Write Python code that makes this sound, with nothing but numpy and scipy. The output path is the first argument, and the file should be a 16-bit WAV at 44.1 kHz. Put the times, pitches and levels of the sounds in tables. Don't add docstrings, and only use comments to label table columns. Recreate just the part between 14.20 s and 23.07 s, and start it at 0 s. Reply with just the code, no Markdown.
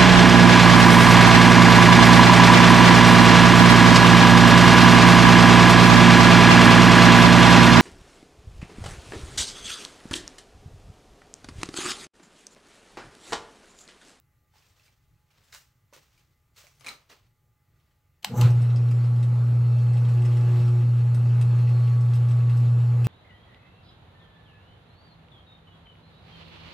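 import sys
import numpy as np
from scipy import signal
from scipy.fft import rfft, irfft, next_fast_len
from scipy.io import wavfile
from scipy.ndimage import uniform_filter1d, map_coordinates

SR = 44100
rng = np.random.default_rng(int(sys.argv[2]) if len(sys.argv) > 2 else 0)


def generate_wav(sig):
    pcm = np.round(np.clip(np.atleast_2d(sig).T, -1, 1) * 32767).astype(np.int16)
    wavfile.write(sys.argv[1], SR, pcm)


def decibels_to_gain(level_db):
    exponent = np.asarray(level_db, float) / 20
    return 10 ** exponent


N = 391166
T = np.arange(N) / SR
HUM_HZ, SLOT_HZ, TOP_HZ = 119.96, 1427.7, 15800
CURRENT_S, SLIP_S, SURGE_S = 4.08, 4.179, 4.19

# f/Hz, density/dB
ROOM_SPECTRUM = [(20, -10), (100, 1), (150, -3.5), (190, -17), (300, -20.5), (700, -27), (1300, -37.5),
                 (2200, -37), (3500, -41.5), (7000, -35.5), (9000, -39.5), (15800, -32)]
# f/Hz, level/dB
LAMP_TONES = [(839.8, -85.5), (1200, -87), (1798, -95), (1922, -93), (2040, -89), (2159, -99), (2277, -100)]
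# f/Hz, likeness/1
STEREO_LIKENESS = [(30, 0.91), (130, 0.98), (290, 1), (640, 0.89), (1410, 0.75), (3100, 0.84), (6820, 0.92),
                   (15000, 0.85)]
# f/Hz, t60/s
ROOM_T60 = [(200, 0.24), (2000, 0.24), (10000, 0.22)]
# peak t/s, level/dB, rise/s, fall/s, brightness/dB per band
STROKES = [(.37, -63, 0.092, 1, 2.5), (.66, -65, 0.14, 0.11, 4.5), (1.11, -72.5, .008, 0.71, 0.5),
           (1.18, -71, .15, .3, -1), (1.3, -70, 0.22, .1, 6), (1.342, -50, 0.038, .18, 8),
           (1.74, -51.5, 0.022, 0.18, 3.5), (1.98, -68, 0.43, 0.45, 4), (2.382, -51, 0.039, 0.27, 5.5),
           (2.676, -44, 0.074, 0.2, -1.5), (2.9, -51, 0.016, 0.2, -0.5), (3.656, -78.5, 0.76, 0.72, -3),
           (4.041, -55.5, 0.017, 0.0055, -6)]
# f/Hz, density/dB
SCUFF_BANDS = [
    [(100, -29), (150, -4), (300, -2), (450, -24)],
    [(250, -26), (400, -2.5), (1300, -2.5), (2200, -37)],
    [(1000, -12.5), (1800, -8), (4500, -10), (7000, -23.5)],
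    [(3500, -24), (5500, -1), (8500, -6), (10000, -15), (15900, -7)],
]
SCUFF_LEVELS_DB = (-15, -5.5, -1.3, -8)
# t/s, peak level/dB, ring f/Hz, ring level/dB
LEVER_CLICKS = [(0.338, -53, 870, 3), (0.357, -57.5, 860, 10.5), (0.377, -56.5, 900, 7),
                (.383, -57, 5000, 7), (.402, -62, 860, 8), (.423, -55.5, 2600, 4), (.485, -60, 7300, 5.5),
                (.597, -59, 2600, 9), (.615, -63, 2750, 9), (.638, -56, 5000, 4), (.659, -56, 2700, 7),
                (.68, -56, 2310, 8), (0.689, -65, 840, -1), (1.105, -56.5, 2400, -3),
                (1.237, -48, 8000, -9), (1.325, -31.5, 4200, -9.5), (1.328, -31, 2130, -3.5),
                (1.348, -24, 2360, -13), (1.727, -43, 553, 4.5), (1.735, -34, 910, -26),
                (1.764, -35.5, 530, -6), (1.977, -51, 2290, 3), (2.362, -41.5, 2450, -11),
                (2.367, -40, 4200, -4.5), (2.44, -52, 580, 7.5), (2.468, -35.5, 2300, -11),
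                (2.597, -41.5, 6250, -5.5), (2.609, -33, 1170, -13), (2.646, -32, 2150, 1.5),
                (2.664, -27, 2330, 6), (2.669, -19.5, 2370, -1), (2.684, -21.5, 2210, 1),
                (2.689, -21.5, 4040, 0.5), (2.7, -35.5, 1290, 7.5), (2.898, -39.5, 2280, -1),
                (2.918, -49.5, 2700, 6), (2.684, -30, 8100, 4), (2.716, -35.5, 1275, 5),
                (2.55, -59, 11000, -2), (2.383, -44.5, 7000, -1), (3.56, -68, 1900, 6), (3.6, -72, 3100, 6),
                (3.66, -69, 1980, 6), (3.71, -63, 1850, 6)]
# t/s, level/dB, hardness/dB per octave, strongest f/Hz
KNOCKS = [(4.3033, -54.5, 11, 5000), (4.418, -47.5, 2, 8300), (4.5005, -47, -5, 3400),
          (4.5592, -48.5, 3.5, 4950), (4.7105, -47.5, 4, 12200), (5.0277, -44, 1, 8100),
          (5.3092, -58.5, 0, 2600), (5.5842, -52.5, 2.5, 5030), (5.7694, -45, -0.5, 8200),
          (6.0488, -41, -0.3, 8200), (6.1693, -46, 1, 9300), (6.318, -57.5, 4.5, 2600),
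          (6.3923, -46.5, -1.5, 12300), (6.9453, -44, 3.5, 12400), (7.0592, -50, -2, 6900),
          (7.212, -41.5, 3.5, 8300), (7.3861, -49, -1, 3570), (7.4723, -49.5, -7.5, 2620),
          (7.4904, -46, -3, 9900), (7.633, -55.5, 6, 2600), (7.674, -49, 0, 2600), (7.808, -52.5, 4, 7450),
          (7.9345, -43.5, 2.5, 12300), (7.9539, -51.5, 8.5, 12300), (8.0854, -46, 1.5, 7000),
          (8.109, -43, 0, 8900), (8.295, -41, -2.5, 12300), (8.369, -66, 15.5, 5600),
          (8.4013, -54, 6, 12000), (8.8436, -41.5, 5, 12300)]
# t/s, level/dB, strongest f/Hz
FAINT_KNOCKS = [(4.682, -55, 3000), (4.8427, -52, 5400), (4.96, -55, 7500), (5.461, -59.5, 2400),
                (5.7334, -50, 8560), (5.85, -51.5, 2600), (5.885, -48, 8500), (5.973, -53, 3000),
                (6.019, -46, 8500), (6.1193, -52, 2500), (6.21, -53, 6350), (6.4113, -48, 3300),
                (6.479, -49, 7800), (6.6103, -54.5, 2600), (6.8085, -56.5, 2500), (7.7526, -57, 4020),
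                (8.0389, -58, 2500), (8.2016, -59, 2640), (8.6067, -55, 3000)]
# f/Hz, level/dB
METAL_MODES = [
    [(2050, -2), (2350, -4.5), (2640, 2), (3200, -1), (3700, -4.5)],
    [(4400, -2), (4800, 5), (5200, 6), (5700, 2), (6300, -3)],
    [(7300, -0.5), (7800, 3), (8300, 3.5), (8900, 1), (9300, -11.5)],
    [(11800, 0), (12300, -6.5), (13300, -12.5)],
]
# t/s, f/Hz, level/dB, t60/s
STAND_JOLTS = [
    (4.13, 42, -42.5, 0.66),
    (4.199, 61.4, -32.5, .5),
]
# t/s, f/Hz, level/dB, half length/s
BED_GROANS = [(4.07, 850, -50, .025), (4.088, 199, -45.5, .03), (4.112, 470, -42.5, 0.013),
              (4.122, 231, -37, 0.017), (4.15, 838, -44, 0.022), (4.155, 1004, -47, 0.017),
              (4.168, 499, -38, 0.028), (4.19, 845, -37, 0.022), (4.195, 1297, -50.5, 0.022),
              (4.215, 1208, -44, 0.019), (4.222, 486, -36, 0.016), (4.223, 1020, -45, .015),
              (4.226, 842, -42, .02), (4.256, 1055, -51.5, .02), (4.268, 520, -41, 0.017)]
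# t/s, level/dB, t60/s
SNAPS = [
    (4.025, -49, .02),
    (4.0292, -37, 0.017),
    (4.044, -27, .004),
    (4.046, -10, 0.013),
    (4.048, -27.5, 0.051),
    (4.2115, -17.5, 0.035),
    (4.218, -37, 0.081),
]
# f/Hz, width/Hz, level/dB
BOX_MODES = [(740, 180, 4), (1080, 200, -5), (1510, 480, -7), (2600, 320, 0), (3050, 150, 6.5),
             (4200, 580, -0.5), (6200, 1700, -7), (8000, 640, -5.5), (12000, 1600, -10)]
# level/dB over running, rise/s, fall/s
TORQUE_SURGE = (9, 0.14, 0.27)
# t/s, level/dB over normal
SHAKE = [(4.04, -29), (4.06, 2.5), (4.148, -2), (4.18, 5.5), (4.23, 17), (4.338, 2), (4.5, -1), (5.06, -2),
         (5.16, -1), (5.48, -1), (5.95, 1.5), (6.32, 4.5), (6.66, -.5), (7.3, 0.9), (8.75, 0.2),
         (8.87, 0.5)]
# multiple of hum/1, level/dB beside the seventh
COVER_BUZZ = [(4, 3.5), (5, -0.5), (6, -6.5), (7, 2.5), (8, -15.5), (9, -13.5), (10, -3.5), (12, -12),
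              (14, -10)]
# t/s, length/s, rise of third multiple/dB
LOOSE_BOUTS = [
    (4.202, 0.12, 15),
    (5.95, 0.69, 12.5),
    (7.296, .3, 5.5),
    (8.0, .2, 5),
    (8.84, .1, 7),
]
# level/dB, rise/s, fall/s
BELT_SLIP = (-43, 0.059, 0.14)
# f/Hz, density/dB
SQUEAL_SPECTRUM = [(5200, -26), (6100, -1), (6600, -6), (7600, -6.5), (8800, -27), (12000, -13.5),
                   (13500, -9.5), (15800, -18)]
# f/Hz, density/dB
RUSH_SPECTRUM = [(800, -14.5), (1300, -5), (1800, -12.5), (2600, -11.5), (3500, -17), (4300, -16.5),
                 (4900, -22), (5500, -23), (6500, -25), (7300, -21.5), (8500, -26.5), (9400, -34),
                 (11600, -28), (13500, -34.5), (15800, -39.5)]
# f/Hz, density/dB
RUMBLE_SPECTRUM = [(82, -25), (140, -17.5), (158, -26.5), (174, -21), (303, -31.5), (479, -31),
                   (655, -36.5), (844, -36.5), (964, -39.5), (2500, -60), (3250, -94.5), (5500, -120)]
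# f/Hz, density/dB
THRUM_SPECTRUM = [(20, -30.5), (45, -29), (60, -22.5), (90, -6), (130, -6.5), (170, -5), (200, -32)]
# f/Hz, level/dB, width/Hz
SHAFT_TONES = [(58.5, -59, 5), (89.5, -59, 6), (222, -60, 5), (390, -65, 2), (1129, -63, 4), (1259, -70, 6),
               (1309, -69, 6), (2024, -73, 40), (2649, -69, 90), (4283, -75, 40), (5469, -82, 40)]
# multiple of slot rate/1, level/dB
SLOT_TONES = [(1, -73), (3, -76), (5, -81), (6, -78), (7, -78), (8, -82), (9, -83)]
# t/s, hum level/dB
MAGNETIC_PULL = [(4.04, -91), (4.06, -81), (4.102, -46), (4.148, -40.5), (4.18, -22), (4.23, -13.5),
                 (4.338, -17.5), (4.45, -19), (4.9, -19.5), (5.25, -19.5), (5.55, -18.5), (6.1, -18.5),
                 (6.45, -18), (6.9, -19), (7.3, -17.8), (7.85, -18.5), (8.6, -18), (8.8, -19)]


def unit(x):
    return x / np.sqrt(np.mean(x ** 2) + 1e-20)


def along(points, hz):
    f, value = np.transpose(points)
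    return np.interp(np.log(hz + 1), np.log(f + 1), value)


def curve(rows):
    s, value = np.transpose(rows)
    return np.interp(T, s, value)


def wobble(rate_hz):
    coarse = T[::32]
    knots = rng.standard_normal(int(N * rate_hz / SR) + 4)
    return np.interp(T, coarse, map_coordinates(knots, [coarse * rate_hz]))


def rush(spectrum, patchy_db):
    z = signal.stft(rng.standard_normal((2, N)), nperseg=512)[2]
    field = uniform_filter1d(rng.standard_normal(z.shape[1:]), size=6, axis=0)
    field = uniform_filter1d(field, size=8, axis=1)
    pair = signal.istft(z * decibels_to_gain(patchy_db * unit(field)), nperseg=512)[1][:, :N]
    m = next_fast_len(N)
    hz = np.fft.rfftfreq(m, 1 / SR)
    turn = np.arccos(np.clip(along(STEREO_LIKENESS, hz), -1, 1)) / 2
    inside = (hz >= spectrum[0][0]) * (hz <= spectrum[-1][0])
    gain = decibels_to_gain(along(spectrum, hz)) * inside
    mid, side = irfft(rfft(pair, m) * gain * [np.cos(turn), np.sin(turn)], m)[:, :N]
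    return unit(np.array([mid + side, mid - side]))


def tone(hz, drift_rad, flutter_db, rate_hz):
    level = np.sqrt(2) * decibels_to_gain(flutter_db * wobble(rate_hz))
    phase = 2 * np.pi * hz * T + drift_rad * wobble(rate_hz) + rng.uniform(0, 2 * np.pi)
    return level * np.sin(phase)


def add(x, s, sound):
    part = x[..., round(s * SR):][..., :sound.shape[-1]]
    part += sound[..., :part.shape[-1]]


def swell(s, db, rise_s, fall_s):
    away = np.where(T < s, (s - T) / rise_s, (T - s) / fall_s)
    return decibels_to_gain(db - 30 * away.clip(0, 4))


def running(surge_db=0):
    steady = np.clip((T - CURRENT_S) / 0.071, 0, 1)
    return steady + decibels_to_gain(surge_db) * swell(SURGE_S, *TORQUE_SURGE) * (T > 4.04)


def room_tone():
    lamps = sum(decibels_to_gain(db - 2.5) * tone(hz, drift_rad=1, flutter_db=3, rate_hz=12) for hz, db in LAMP_TONES)
    return decibels_to_gain(-67.5) * rush(ROOM_SPECTRUM, patchy_db=1.2) + lamps


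def shop(x):
    hz, t, z = signal.stft(rng.standard_normal((2, SR // 2)), SR, nperseg=256)
    decay = decibels_to_gain(-60 * t / along(ROOM_T60, hz)[:, None])
    tail = signal.istft(z * decay, SR, nperseg=256)[1]
    tail = tail + 0.1 * tail[::-1]
    late = np.pad(x, (200, 0))
    return signal.fftconvolve(late[None], tail / np.linalg.norm(tail[0]), axes=1)[:, :N]


def scuffs():
    strokes = [(swell(s, db, rise_s, fall_s), bright_db) for s, db, rise_s, fall_s, bright_db in STROKES]
    clumps = decibels_to_gain(1.4 * wobble(60) + 1.1 * wobble(250) - 3.5) * (T < 4.05)
    out = np.zeros((2, N))
    for k, (db, band) in enumerate(zip(SCUFF_LEVELS_DB, SCUFF_BANDS)):
        effort = sum(decibels_to_gain(db + bright_db * (k - 2)) * gain for gain, bright_db in strokes)
        out += clumps * effort * rush(band, patchy_db=0.0)
    return out


def lever_clicks():
    out, t = np.zeros((2, N)), T[:SR // 5]
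    for s, db, hz, ring_db in LEVER_CLICKS:
        rattle_db = -6.5 - 0.4 * (db + 38)
        pan_db = rng.normal(-2, 4.5)
        partials = 0
        for k, level_db in [(1.01, -2), (1.75, -13), (3.6, -21.5)]:
            partials = partials + decibels_to_gain(level_db + rng.normal(0, 3.1)) * np.sin(2 * np.pi * hz * k * t)
        ring = decibels_to_gain(-60 * t / (0.023 + 15 / hz)) * partials
        crack = decibels_to_gain(-60 * t / 0.0091) * uniform_filter1d(rng.standard_normal(len(t)), size=3)
        colour = decibels_to_gain(-60 * t * hz / 6) * partials + 0.74 * crack
        chatter = unit(signal.fftconvolve(rng.standard_normal(len(t)), colour)[:len(t)])
        rattle = decibels_to_gain(rattle_db - 60 * t / (0.065 + 0.00003 * hz)) * chatter
        small = signal.butter(2, 0.3 * hz, "high", fs=SR, output="sos")
        contact = signal.sosfilt(small, decibels_to_gain(ring_db) * ring + crack + 0.5 * rattle)
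        add(out, s, decibels_to_gain(db - 9.5 + np.array([[pan_db], [-pan_db]]) / 2) * contact)
    return out


def struck_modes(t, hardness_db, accent_hz):
    ring = np.zeros(len(t))
    for group_db, group in zip((0.5, -11, -15, -23.5), METAL_MODES):
        for hz, mode_db in group:
            tilt_db = hardness_db * np.log2(hz / 2600)
            accent_db = 6.5 * np.exp(-(np.log2(hz / accent_hz) / 0.56) ** 2)
            level_db = group_db + mode_db + tilt_db + accent_db + rng.normal(0, 2.5)
            ring += decibels_to_gain(level_db - 60 * t / 0.011) * np.sin(2 * np.pi * hz * rng.normal(1, 0.012) * t)
    return ring * (1 - np.exp(-t / 0.0005))


def loose_parts():
    out, t = np.zeros((2, N)), T[:SR // 8]
    faint = [(s, db, 0.3, hz) for s, db, hz in FAINT_KNOCKS]
    for s, db, hardness_db, accent_hz in list(KNOCKS) + faint:
        ring = struck_modes(t, hardness_db, accent_hz)
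        fade = decibels_to_gain(-60 * (t / 0.048) ** 2.14) + 2.4 * decibels_to_gain(-60 * t / 0.005)
        rattle = fade * rng.standard_normal((2, len(t)))
        rattle = rattle + 3.02 * rattle.mean(axis=0)
        add(out, s, decibels_to_gain(db - 33.5) * signal.fftconvolve(ring[None], rattle, axes=1)[:, :len(t)])
    return out


def stand_jolt():
    out, t = np.zeros(N), T[:SR // 2]
    for s, hz, db, t60_s in STAND_JOLTS:
        sway = decibels_to_gain(db - 60 * t / t60_s) * (1 - np.exp(-t / 0.023))
        add(out, s, sway * np.sin(2 * np.pi * hz * t))
    return out


def bed_groan():
    out = np.zeros(N)
    for s, hz, db, half_s in BED_GROANS:
        t = T[:round(4 * half_s * SR)] - 2 * half_s
        level = np.sqrt(2) * decibels_to_gain(db - 17 * (t / half_s) ** 2)
        add(out, s - 2 * half_s, level * np.sin(2 * np.pi * hz * t + rng.uniform(0, 2 * np.pi)))
    return out


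def switch():
    snaps, t = np.zeros((2, N)), T[:SR // 5]
    for s, db, t60_s in SNAPS:
        noise = rng.standard_normal(len(t)) + 0.39 * rng.standard_normal((2, len(t)))
        add(snaps, s, decibels_to_gain(db - 60 * t / t60_s) * noise)
    f = np.fft.rfftfreq(N, 1 / SR)
    box = 0
    for k, (hz, width_hz, db) in enumerate(BOX_MODES):
        damping = 1j * f * width_hz
        box = box + (-1) ** k * decibels_to_gain(db) * damping / (hz * hz - f * f + damping)
    low_cut = (1j * f / (380 + 1j * f)) ** 4
    return irfft(rfft(snaps) * box * low_cut, N)


def cover():
    loose_db = 0
    for s, length_s, db in LOOSE_BOUTS:
        inside_s = np.minimum(T - s, s + length_s - T)
        loose_db = loose_db + db * np.clip(inside_s / 0.052 + 0.5, 0, 1)
    shake_db = curve(SHAKE) * (T > 4.4)

    def partial(k):
        return tone(k * HUM_HZ, drift_rad=0.46, flutter_db=1.5, rate_hz=12)

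    upper = sum(decibels_to_gain(db) * partial(k) for k, db in COVER_BUZZ)
    upper = decibels_to_gain(-61.5 + 1.5 * shake_db) * upper
    third = decibels_to_gain(-58 + loose_db + 0.61 * wobble(2.1)) * np.clip((T - CURRENT_S) / 0.12, 0, 1) * partial(3)
    second = decibels_to_gain(-51 + 0.11 * loose_db + 2.5 * wobble(5.0))
    second = second * tone(2 * HUM_HZ, drift_rad=1.3, flutter_db=2.5, rate_hz=22)
    return third + running(surge_db=-5) * second + running(surge_db=-3.0) * upper


def belt_squeal():
    return swell(SLIP_S, *BELT_SLIP) * rush(SQUEAL_SPECTRUM, patchy_db=2.5)


def bearings():
    return decibels_to_gain(-54 + curve(SHAKE) + 0.82 * wobble(15)) * rush(RUSH_SPECTRUM, patchy_db=2.0)


def bed_rumble():
    shake_db = curve(SHAKE) * (T > 4.4)
    pull = 1 + 0.16 * np.cos(4 * np.pi * HUM_HZ * T)
    rumble = decibels_to_gain(-43.5 + 0.6 * shake_db + 0.9 * wobble(3)) * pull * rush(RUMBLE_SPECTRUM, patchy_db=1.2)
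    thrum = decibels_to_gain(-48 + 2 * wobble(2.4)) * rush(THRUM_SPECTRUM, patchy_db=2.0)
    return running() * (rumble + thrum)


def rotor():
    speed = np.clip((T - 4.1) / 0.32, 0, 1) ** 2
    shaft, whine = 0, 0
    for hz, db, width_hz in SHAFT_TONES:
        level = decibels_to_gain(db + 3.5 * wobble(2.5))
        shaft = shaft + level * tone(hz, drift_rad=1.1, flutter_db=2.5, rate_hz=width_hz)
    for k, db in SLOT_TONES:
        whine = whine + decibels_to_gain(db) * tone(k * SLOT_HZ, drift_rad=1.3, flutter_db=0.8, rate_hz=40)
    sidebands = 0.8 + 0.9 * np.cos(2 * np.pi * HUM_HZ * T) + 0.3 * np.cos(4 * np.pi * HUM_HZ * T)
    return speed * (shaft + whine * sidebands)


def stator_hum():
    since = T - 4.255
    rock_fade = np.exp(np.where(since < 0, since / 0.037, -since / 0.07))
    rocking_db = 4 * np.cos(2 * np.pi * 17.0 * since) * rock_fade
    return decibels_to_gain(curve(MAGNETIC_PULL) + rocking_db) * tone(HUM_HZ, drift_rad=0.03, flutter_db=0.1, rate_hz=9)


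def scene():
    hits, snaps = lever_clicks() + loose_parts(), switch()
    echoes = shop((decibels_to_gain(-5.0) * hits + decibels_to_gain(-10.5) * snaps).mean(axis=0))
    hand = scuffs() + hits + snaps + echoes
    start = stand_jolt() + bed_groan() + belt_squeal()
    lathe = cover() + bearings() + bed_rumble() + rotor() + stator_hum()
    return room_tone() + hand + start + lathe


def roll_off(x):
    return signal.sosfilt(signal.butter(12, 15980, fs=SR, output="sos"), x)


def record(dry):
    audible = np.fft.rfftfreq(N, 1 / SR) < TOP_HZ
    mix = irfft(rfft(dry) * audible, N)
    return roll_off(mix)


dry = scene()
out = record(dry)
generate_wav(out)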